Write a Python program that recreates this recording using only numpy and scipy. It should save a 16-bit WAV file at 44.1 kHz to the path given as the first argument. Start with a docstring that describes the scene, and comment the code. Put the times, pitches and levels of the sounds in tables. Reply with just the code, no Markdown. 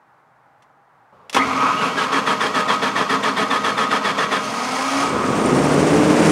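"""The geared starter of a standby generator grinds outdoors, close at the open control panel.
A relay clicks, then the pinion slams in; noise bursts at the tooth rate ring the steel housing,
hardest under each compression. The engine outruns the starter, whose freewheel chatters and drops out.
Firing-rate noise and tones make exhaust, clatter, injectors and fan as the engine runs up.
Shaped noise gives a wash like distant traffic, stepping at once to a louder, duller one before the start."""
import sys
import numpy as np
from scipy import signal
from scipy.fft import rfft, irfft
from scipy.io import wavfile

SR = 44100
rng = np.random.default_rng(int(sys.argv[2]) if len(sys.argv) > 2 else 0)


def dump_mix(stems):
    """Bounce the given channels to the path in sys.argv[1] as a 16-bit WAV at rate SR."""
    frames = np.atleast_2d(stems).T  # one column per channel
    limited = np.clip(frames, -1, 1)  # hard clip at full scale
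    pcm = np.round(limited * 32767).astype(np.int16)
    wavfile.write(sys.argv[1], SR, pcm)


N = 278659
T = np.arange(N) / SR  # time of each sample, s
FILTER_HZ = np.fft.rfftfreq(8192, 1 / SR)

# starter speed, from heaving and cranking to racing and coasting: time_s, armature_turns_per_s
STARTER_SPEED = [(1.335, 60), (1.41, 120), (1.55, 125), (1.69, 144), (1.83, 165), (2.13, 202), (4.45, 209),
                 (4.65, 250), (5.03, 281), (6.32, 183)]
# starter and flywheel housing modes: mode_hz, width_hz, level_db
HOUSING_MODES = [(270.5, 28, -7), (940, 17.4, -8), (1028, 26.6, -1), (1125, 19.6, 0.5), (1226, 22, -3),
                 (1252, 11, -2), (1390, 14, -20), (2185, 73, -5)]
# steel enclosure resonances: centre_hz, width_hz, lift_db
PANEL_RESONANCES = [(120, 14, 3.5), (208, 48, 6), (271.3, 23.6, 10), (449.6, 39, 7.5), (538, 9.5, 8.5),
                    (616.3, 7.4, 9), (794, 25, 3.5), (1579, 6.7, 6.5), (1638, 11.5, 9.5), (1860, 31, -4),
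                    (1905, 26, 8), (3297, 104, 5.5), (4370, 35, 7), (5060, 80, 5), (6350, 21, 9.5),
                    (6530, 50, -2), (9360, 170, 6)]
# spectrum of the gears grinding under load: frequency_hz, density_db_per_hz
GRIND_SPECTRUM = [(25, -74), (55, -45), (90, -23), (160, -8), (400, -3.5), (750, -1.5), (1150, 3.5),
                  (1500, -3), (2400, -4.5), (3600, -9.5), (6500, -18.5), (9500, -25.5), (11500, -33),
                  (16000, -48)]
# spectrum of the gear rattle: frequency_hz, density_db_per_hz
RATTLE_SPECTRUM = [(25, -53), (50, -20), (80, -14.5), (130, -2.5), (270, -1), (800, 2), (1300, 2.5),
                   (1700, -7), (2400, -3.5), (3600, -10), (6500, -15), (9500, -26), (11500, -30),
                   (16000, -45)]
# whine of the loaded reduction gears: multiple_of_tooth_rate, level_against_torque_db
GEAR_WHINE = [(1.05, -11), (4.15, -2), (7.85, -8.5)]
# overtones of the racing armature: multiple_of_turning_rate, level_against_hum_db
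ARMATURE_OVERTONES = [(2, -2), (3, 3.5), (8.3, -2.5)]
# spectrum of the slipping freewheel: frequency_hz, density_db_per_hz
SLIP_SPECTRUM = [(200, -37), (700, 9), (1600, -1), (2300, 3.5), (3500, -5.5), (4800, -3), (6600, -4.5),
                 (7600, -10.5), (9600, -12.5), (11500, -22.5), (16000, -33)]
# engine speed: time_s, firings_per_s
ENGINE_SPEED = [(4.8, 16.4), (5.1, 31.1), (5.3, 49.5), (5.5, 65.6), (5.6, 70.7), (5.8, 76.6), (6.0, 80),
                (6.32, 83.4)]
# low engine orders: multiple_of_firing_rate, level_against_exhaust_db
ENGINE_ORDERS = [(1, -24.5), (2, -12.5), (2.5, -15), (3, -28), (4, -17), (5, -16), (5.5, -12), (6.5, -19)]
# spectrum of the exhaust puffs: frequency_hz, density_db_per_hz
EXHAUST_SPECTRUM = [(25, -43), (55, -29), (75, -23), (105, -7), (165, 0), (240, 5), (320, 1), (430, 2),
                    (600, -1), (1000, -14.5), (1500, -23), (4000, -51)]
# spectrum of the engine knock: frequency_hz, density_db_per_hz
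CLATTER_SPECTRUM = [(200, -19), (700, 4), (1200, 3.5), (1600, -1), (2300, -3.5), (4000, -13), (6000, -14),
                    (8000, -16.5), (11000, -29), (16000, -50)]
# spectrum of the injector ticks: frequency_hz, density_db_per_hz
INJECTOR_SPECTRUM = [(2000, -40), (4500, -3), (5800, 1.5), (7500, -5), (8700, -4), (9600, -6.5),
                     (10300, -15), (16000, -28)]
# ring of the injectors and fuel lines: centre_hz, width_hz, lift_db
FUEL_LINE_RESONANCES = [(5850, 300, 0.5), (7380, 246, 4.5), (8600, 200, 8), (9450, 200, 2)]
# switchgear and pinion blows: start_s, level_db, ring_t60_s, low_thud_share_db
SWITCH_BLOWS = [(.622, -52, .07, -30), (1.2959, -24, 0.028, -20), (1.3, -44.5, 0.24, -10),
                (1.328, -26.5, 0.16, -10), (1.345, -20.5, 0.14, 5.5), (1.365, -27, 0.1, 19.5)]
# spectrum of the sharp metal contacts: frequency_hz, density_db_per_hz
CLACK_SPECTRUM = [(150, -15), (600, -5), (1900, -5.5), (2600, 0), (3400, -5), (4500, -5.5), (6200, -8),
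                  (10000, -15), (16000, -33)]
# ring of the relay and solenoid: centre_hz, width_hz, lift_db
CONTACT_RESONANCES = [(1900, 140, 9), (3410, 160, 8.5), (5760, 450, 5), (9000, 390, 4.5)]
# spectrum of the heavy blows: frequency_hz, density_db_per_hz
THUD_SPECTRUM = [(40, -41), (100, -14), (250, -1.5), (700, -0.5), (1050, 10), (1500, 0), (3000, -5),
                 (9000, -45)]
# spectrum of the yard wash at first: frequency_hz, density_db_per_hz
YARD_SPECTRUM = [(25, -32), (60, -18), (100, -13), (125, -1.5), (190, -10.5), (400, -12), (600, -7.5),
                 (850, -2.5), (1300, -4.5), (1800, -12), (3000, -28), (4500, -33.5), (8000, -39),
                 (15000, -45)]
# spectrum of the second, louder and duller wash: frequency_hz, density_db_per_hz
SECOND_WASH_SPECTRUM = [(25, -37), (100, -17), (180, -16), (310, -20), (520, -10), (750, -13), (1100, -11),
                        (1700, -24), (2600, -33), (6000, -46), (15000, -57)]

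# the starter engages, is outrun by the engine, drops out and winds down
ENGAGE_S, OUTRUN_S, DROP_OUT_S, COAST_S = 1.335, 4.347, 5.035, 5.18
INRUSH_S = 0.48  # decay time of the surge of starting torque
# compression strokes: the gap settles as the flywheel gathers speed, then creeps shorter
FIRST_STROKE_S, STROKE_GAP_S, CREEP_S = 1.8035, .1396, .00034
SLOW_START_S, SETTLE_STROKES = .023, 1.2
STROKE_DB, FIRST_STROKE_DB, LOADED_SHARE = -17.5, -20.5, .525
SAG_SHARE = .14  # share of its speed the starter loses per unit of sag
TEETH_PER_TURN = 2.25  # tooth impacts per armature turn
# starter layers: cranking_db, surge_db, free_db, coast_db_per_s
GEAR_LEVELS = (-28.5, 3.5, -2, 14)
BELL_LEVELS = (-29.5, 9.5, 6, 15.5)
ARMATURE_LEVELS = (-40, -13, 2, 30)
# the first slow compression swells the ring and rattle: centre_s, half_length_s, ring_lift_db, rattle_lift_db
HEAVE = (1.665, 0.081, 8.9, 2.9)
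# the hum swells as it passes a panel resonance: centre_hz, width_hz, lift_db
HUM_PANEL = (274, 20.5, 13.1)
# the pinion squeals as it takes up the load: centre_s, half_length_s, level_db
SQUEAL = (1.41, 0.016, -21)
SHRIEK_DB, SHRIEK_PER_TURN, SHRIEK_END_S = -33.5, 17.6, 1.906
# the freewheel chatters louder the longer it is outrun
SLIP_DB, SLIP_DB_PER_S, SLIP_RELEASE_S = -32, 12, 0.039
FULL_RATE = 82  # firings per s at which the engine levels below are given
# engine layers: level_at_full_rate_db, rise_db_per_extra_firing_per_s
EXHAUST_LAW, CLATTER_LAW = (-14.5, 0.16), (-27, 0.18)
TICK_LAW, FAN_LAW = (-38, 0.14), (-12.5, 0.74)
FIRST_FIRE_DB, FIRST_FIRE_S = -32, 5.02  # the first firings knock hard in the cold cylinders
# the microphone backs out of the panel recess and hears more treble and clatter: start_s, length_s, lift_db
BACK_OUT = (6.15, .15, 3.2)
YARD_DB, SECOND_WASH_DB = -55, -49.5
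EDGE_HZ = 15900  # upper band limit of the recorder


def starter():
    """Gear teeth knock the housing and enclosure, hardest and slowest under compression."""
    spin = curves(STARTER_SPEED)[0]
    torque, sag = load()
    heave_s, half_length, ring_lift_db, rattle_lift_db = HEAVE
    heave = swell(heave_s, half_length)
    rattle_db = starter_level(*GEAR_LEVELS) + rattle_lift_db * heave
    ring_db = starter_level(*BELL_LEVELS) + ring_lift_db * heave
    tooth_rate = TEETH_PER_TURN * spin * (1 - SAG_SHARE * sag) * (1 + .006 * wander(60))
    teeth = np.cumsum(tooth_rate) / SR
    impacts = teeth + .2 * wander(200) + 1  # backlash lets each tooth land early or late
    rattle_noise = bursts(impacts, decay=0.54, uneven_db=2.5, bed=0.75)
    rattle = amp(rattle_db) * colour(rattle_noise, RATTLE_SPECTRUM, PANEL_RESONANCES)
    grind_noise = torque * bursts(impacts, decay=0.98, uneven_db=1.5, bed=0.54)
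    grind = amp(-2.5) * colour(grind_noise, GRIND_SPECTRUM, PANEL_RESONANCES)
    bell = housing_bell()
    knocks = (amp(ring_db) + amp(-6.5) * torque) * bursts(impacts, decay=0.13, uneven_db=4.5, bed=0.52)
    ring = signal.oaconvolve(knocks, bell / np.linalg.norm(bell))[:N]
    whine = gear_whine(teeth, torque, sag)
    return fade_in(ENGAGE_S + .01, .03) * (enclosure(rattle + grind, t60=.08, wet_db=-11) + ring + whine)


def housing_bell():
    """The decaying modes with which the housing rings on between the blows."""
    t = T[:SR // 4]
    bell = 0
    for hz, width, db in HOUSING_MODES:
        bell = bell + amp(db) * np.exp(-np.pi * width * t) * np.cos(2 * np.pi * hz * t)
    band = signal.butter(2, [130, 2600], "bandpass", fs=SR, output="sos")
    return signal.sosfilt(band, bell)


def gear_whine(teeth, torque, sag):
    """Loaded reduction gears whine at multiples of the tooth rate, falling in pitch as the sag grows."""
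    whine = 0
    for multiple, db in GEAR_WHINE:
        flutter = 1 + .45 * wander(90)
        whine = whine + amp(db) * flutter * np.sin(2 * np.pi * multiple * teeth + .6 * wander(80))
    return whine * torque * np.exp(-sag)


def load():
    """Torque on the starter: it bites at each compression and eases past top dead centre."""
    torque, sag = np.zeros(N), np.zeros(N)
    for start_s, force_db, held_s in strokes():
        age = np.maximum(T - start_s, 0)
        grip = np.minimum(age / .014, 1) * np.exp(-np.maximum(age - held_s, 0) / .017)
        torque += amp(force_db) * grip * np.exp(-age / 0.34)
        sag += grip * (1 - np.exp(-age / .04))  # the motor slows as the air is squeezed
    return torque, sag


def strokes(count=19):
    """Start time, force and time under load of each compression; the first is softer."""
    k = np.arange(count)
    gaps = STROKE_GAP_S - CREEP_S * k + SLOW_START_S * np.exp(-k / SETTLE_STROKES)
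    starts = FIRST_STROKE_S + np.cumsum(gaps) - gaps
    forces_db = np.where(k == 0, FIRST_STROKE_DB, STROKE_DB)
    return zip(starts, forces_db, LOADED_SHARE * gaps)


def starter_level(cranking_db, surge_db, free_db, coast_db_per_s):
    """Level in dB of a starter layer: surge, steady cranking, free run, coasting."""
    surge = np.exp(-np.maximum(T - ENGAGE_S, 0) / INRUSH_S)
    free = fade_in(OUTRUN_S, DROP_OUT_S - OUTRUN_S)
    return cranking_db + surge_db * surge + free_db * free - coast_db_per_s * np.maximum(T - COAST_S, 0)


def armature():
    """The armature hums at its turning rate, with thin overtones while it races free."""
    spin = curves(STARTER_SPEED)[0]
    turning_rate = spin * (1 - .04 * load()[1]) * (1 + .002 * wander(20))
    angle = 2 * np.pi * np.cumsum(turning_rate) / SR
    racing = fade_in(OUTRUN_S, 0.32) * (1 - fade_in(DROP_OUT_S - .2, .3))
    overtones = sum(amp(db) * np.sin(k * angle + .1 * k * wander(50)) for k, db in ARMATURE_OVERTONES)
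    powered = amp(-6 * fade_in(DROP_OUT_S, .03))  # the hum weakens once the current is cut
    tones = powered * lift(spin, *HUM_PANEL) * np.sin(angle) + racing * overtones
    level_db = starter_level(*ARMATURE_LEVELS) + 1.1 * wander(20)
    return fade_in(ENGAGE_S, .1) * amp(level_db) * np.sqrt(2) * tones


def spin_up():
    """The starter shrieks as it gathers speed, and its first kick shakes the frame."""
    spin = curves(STARTER_SPEED)[0]
    squeal_s, half_length, squeal_db = SQUEAL
    level = amp(SHRIEK_DB) * (1 - fade_in(SHRIEK_END_S, .05)) + amp(squeal_db) * swell(squeal_s, half_length)
    pitch_hz = SHRIEK_PER_TURN * spin * (1 - SAG_SHARE * load()[1])
    shriek = level * amp(2.5 * wander(35)) * whistle(pitch_hz, width_hz=410)
    kick = amp(-37.5 - 59 * np.maximum(T - 1.37, 0))
    low_shudder = whistle(np.full(N, 78.), width_hz=19)
    high_shudder = amp(10.5) * whistle(np.full(N, 270.), width_hz=32)
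    return fade_in(1.35, 0.044) * (shriek + kick * (low_shudder + high_shudder))


def clutch():
    """The rollers of the freewheel chatter until the pinion drops out."""
    release = np.exp(-np.maximum(T - DROP_OUT_S, 0) / SLIP_RELEASE_S)
    slipping = amp(SLIP_DB + SLIP_DB_PER_S * (T - OUTRUN_S)) * release
    rollers = np.cumsum(curves(STARTER_SPEED)[0]) / SR
    chatter = bursts(rollers, decay=0.68, uneven_db=3.5, bed=0.96)
    return fade_in(OUTRUN_S, 0.09) * slipping * colour(chatter, SLIP_SPECTRUM, PANEL_RESONANCES)


def engine():
    """Every firing gives an exhaust puff, a knock and an injector tick; the belt drives the fan."""
    rate = curves(ENGINE_SPEED)[0]
    firings = np.cumsum(rate * (1 + .005 * wander(15))) / SR
    lope = np.sin(2 * np.pi * firings / 6)  # the six cylinders are not alike
    near_sounds = clatter(rate, firings, lope) + injectors(rate, firings, lope)
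    back_s, back_length, back_db = BACK_OUT
    near_sounds *= amp(back_db * fade_in(back_s, back_length))
    return fade_in(4.94, 0.13) * (exhaust(rate, firings) + fan(rate, firings) + near_sounds)


def exhaust(rate, firings):
    """A noise puff at each firing, with engine-order tones that strengthen with speed."""
    puffs = colour(bursts(firings, decay=0.76, uneven_db=2.0, bed=0.68), EXHAUST_SPECTRUM)
    orders = 0
    for multiple, db in ENGINE_ORDERS:
        tone = np.sin(2 * np.pi * (multiple * firings + rng.random()))
        orders = orders + amp(db + 3.5 * wander(14.0)) * np.sqrt(2) * tone
    tones = orders * np.clip(rate / 72, 0, 1) ** 2
    return amp(engine_level(rate, *EXHAUST_LAW)) * (amp(-2) * puffs + tones)


def clatter(rate, firings, lope):
    """Combustion knocks the engine at each firing, unevenly from cylinder to cylinder."""
    knock = amp(engine_level(rate, *CLATTER_LAW) + 4.5 + 0.8 * lope)
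    knock = knock + amp(FIRST_FIRE_DB) * swell(FIRST_FIRE_S, 0.056)
    return knock * colour(bursts(firings, decay=0.99, uneven_db=1.5, bed=1.0), CLATTER_SPECTRUM)


def injectors(rate, firings, lope):
    """Injector ticks ring the fuel lines; a thin whistle climbs with the speed."""
    tick_noise = bursts(firings + .4, decay=.28, uneven_db=3.4, bed=.52)
    ticks = colour(tick_noise, INJECTOR_SPECTRUM, FUEL_LINE_RESONANCES)
    pitch_hz = 7400 + 26.2 * rate + 180 * wander(20)
    singing = amp(-10.0 + 3.8 * wander(35)) * whistle(pitch_hz, width_hz=350)
    level_db = engine_level(rate, *TICK_LAW) + 1.2 + 1.3 * lope + 0.92 * wander(25)
    return amp(level_db) * (ticks + singing)


def fan(rate, firings):
    """The belt-driven fan hums at its blade rate, 3.75 blades per firing."""
    blades = np.sin(2 * np.pi * 3.75 * firings + 0.37 * wander(30))
    return amp(engine_level(rate, *FAN_LAW) - 6.0 + 2.6 * wander(27)) * np.sqrt(2) * blades


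def engine_level(rate, full_db, db_per_rate):
    """Level in dB of an engine layer at a firing rate."""
    return full_db + db_per_rate * (rate - FULL_RATE)


def blows():
    """Metal contacts clack; the heavy ones also thud through the enclosure."""
    sharp, heavy = np.zeros(N), np.zeros(N)
    for start_s, db, t60, thud_db in SWITCH_BLOWS:
        strike = fade_in(start_s, 0.0011) * amp(db - 60 * np.maximum(T - start_s, 0) / t60)
        sharp += strike
        heavy += amp(thud_db) * strike
    sharp_noise, heavy_noise = rng.standard_normal((2, N))
    clack = colour(sharp * sharp_noise, CLACK_SPECTRUM, CONTACT_RESONANCES)
    thud = colour(heavy * heavy_noise, THUD_SPECTRUM, PANEL_RESONANCES)
    return amp(-1.0) * (clack + thud)


def outdoors():
    """A distant wash like traffic; it steps at once to a louder, duller wash just before the start."""
    far_noise, second_noise = rng.standard_normal((2, N))
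    switched = fade_in(1.12, 0.0074)
    far_wash = amp(YARD_DB + .4 * wander(4)) * colour(far_noise, YARD_SPECTRUM, [(807, 17, 6.8)])
    second_wash = amp(SECOND_WASH_DB) * colour(second_noise, SECOND_WASH_SPECTRUM)
    return (1 - switched) * far_wash + switched * second_wash


def enclosure(x, t60, wet_db):
    """Short dense reflections between the steel walls."""
    t = T[:SR // 4]
    signs = rng.choice([-1., 1.], len(t))
    present = rng.random(len(t)) < 2000 / SR  # about 2000 reflections per s
    taps = signs * present * (t > .002) * amp(-60 * t / t60)
    wet = signal.oaconvolve(x, taps / np.linalg.norm(taps))[:N]
    return (x + amp(wet_db) * wet) / np.sqrt(1 + amp(wet_db) ** 2)


def bursts(turns, decay, uneven_db, bed):
    """One puff of noise each cycle, of uneven strength, over a steady bed."""
    strength = amp(uneven_db * rng.standard_normal(N))[turns.astype(int)]
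    envelope = bed + strength * np.exp(-(turns % 1) / decay)
    return unit(envelope * rng.standard_normal(N))


def whistle(hz, width_hz):
    """A narrow fuzzy tone of rms about 1 that follows a pitch curve."""
    angle = 2 * np.pi * np.cumsum(hz) / SR
    return wander(width_hz / 2) * np.sin(angle) + wander(width_hz / 2) * np.cos(angle)


def colour(x, spectrum, resonances=()):
    """A causal filter of unit energy: a broad spectrum lifted by resonances."""
    hz, db = np.transpose(spectrum)
    gain = amp(np.interp(np.log(FILTER_HZ + 1), np.log(hz), db))
    for resonance in resonances:
        gain = gain * lift(FILTER_HZ, *resonance)
    # minimum phase, so the ring follows the blow
    log_gain = np.log(np.r_[gain, gain[-2:0:-1]])
    response = np.exp(np.conj(signal.hilbert(log_gain)))
    taps = np.fft.ifft(response).real[:len(FILTER_HZ)]
    return signal.oaconvolve(x, taps / np.linalg.norm(taps))[:N]


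def lift(hz, centre_hz, width_hz, lift_db):
    """Gain of one resonance at the frequency hz."""
    detune = 2 * (hz - centre_hz) / width_hz
    return np.sqrt(1 + (amp(lift_db) ** 2 - 1) / (1 + detune ** 2))


def wander(hz):
    """Smooth chance of rms 1 that changes about hz times a second."""
    slowing = 1 + (np.fft.rfftfreq(N, 1 / SR) / hz) ** 4
    return unit(irfft(rfft(rng.standard_normal(N)) / slowing, N))


def swell(s, half_length):
    """A smooth bump of height 1 around time s."""
    return np.exp(-((T - s) / half_length) ** 2)


def fade_in(s, length):
    """A ramp from 0 at time s to 1."""
    return np.clip((T - s) / length, 0, 1)


def curves(rows):
    """Each column of a time table, at every sample."""
    s, *columns = np.transpose(rows)
    return [np.interp(T, s, column) for column in columns]


def unit(x):
    """Scales to rms 1."""
    return x / np.sqrt(np.mean(x ** 2) + 1e-20)


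def amp(db):
    """Decibels to gain."""
    return 10 ** (np.asarray(db) / 20)


def scene():
    """The machine in its steel housing, and the yard around it."""
    machine = starter() + armature() + spin_up() + clutch() + engine() + blows()
    return (machine + outdoors())[None]


def record(dry):
    """The recorder cuts the deepest bass, rounds off the highest peaks and limits the band."""
    bass_cut = signal.butter(3, 48, "highpass", fs=SR, output="sos")
    lean = signal.sosfilt(bass_cut, dry)
    rounded = lean / (1 + (lean / .85) ** 8) ** (1 / 8)
    band_limit = signal.firwin(511, EDGE_HZ, window=("kaiser", 9), fs=SR)
    return signal.oaconvolve(rounded, band_limit[None], "same")


dry = scene()
out = record(dry)
dump_mix(out)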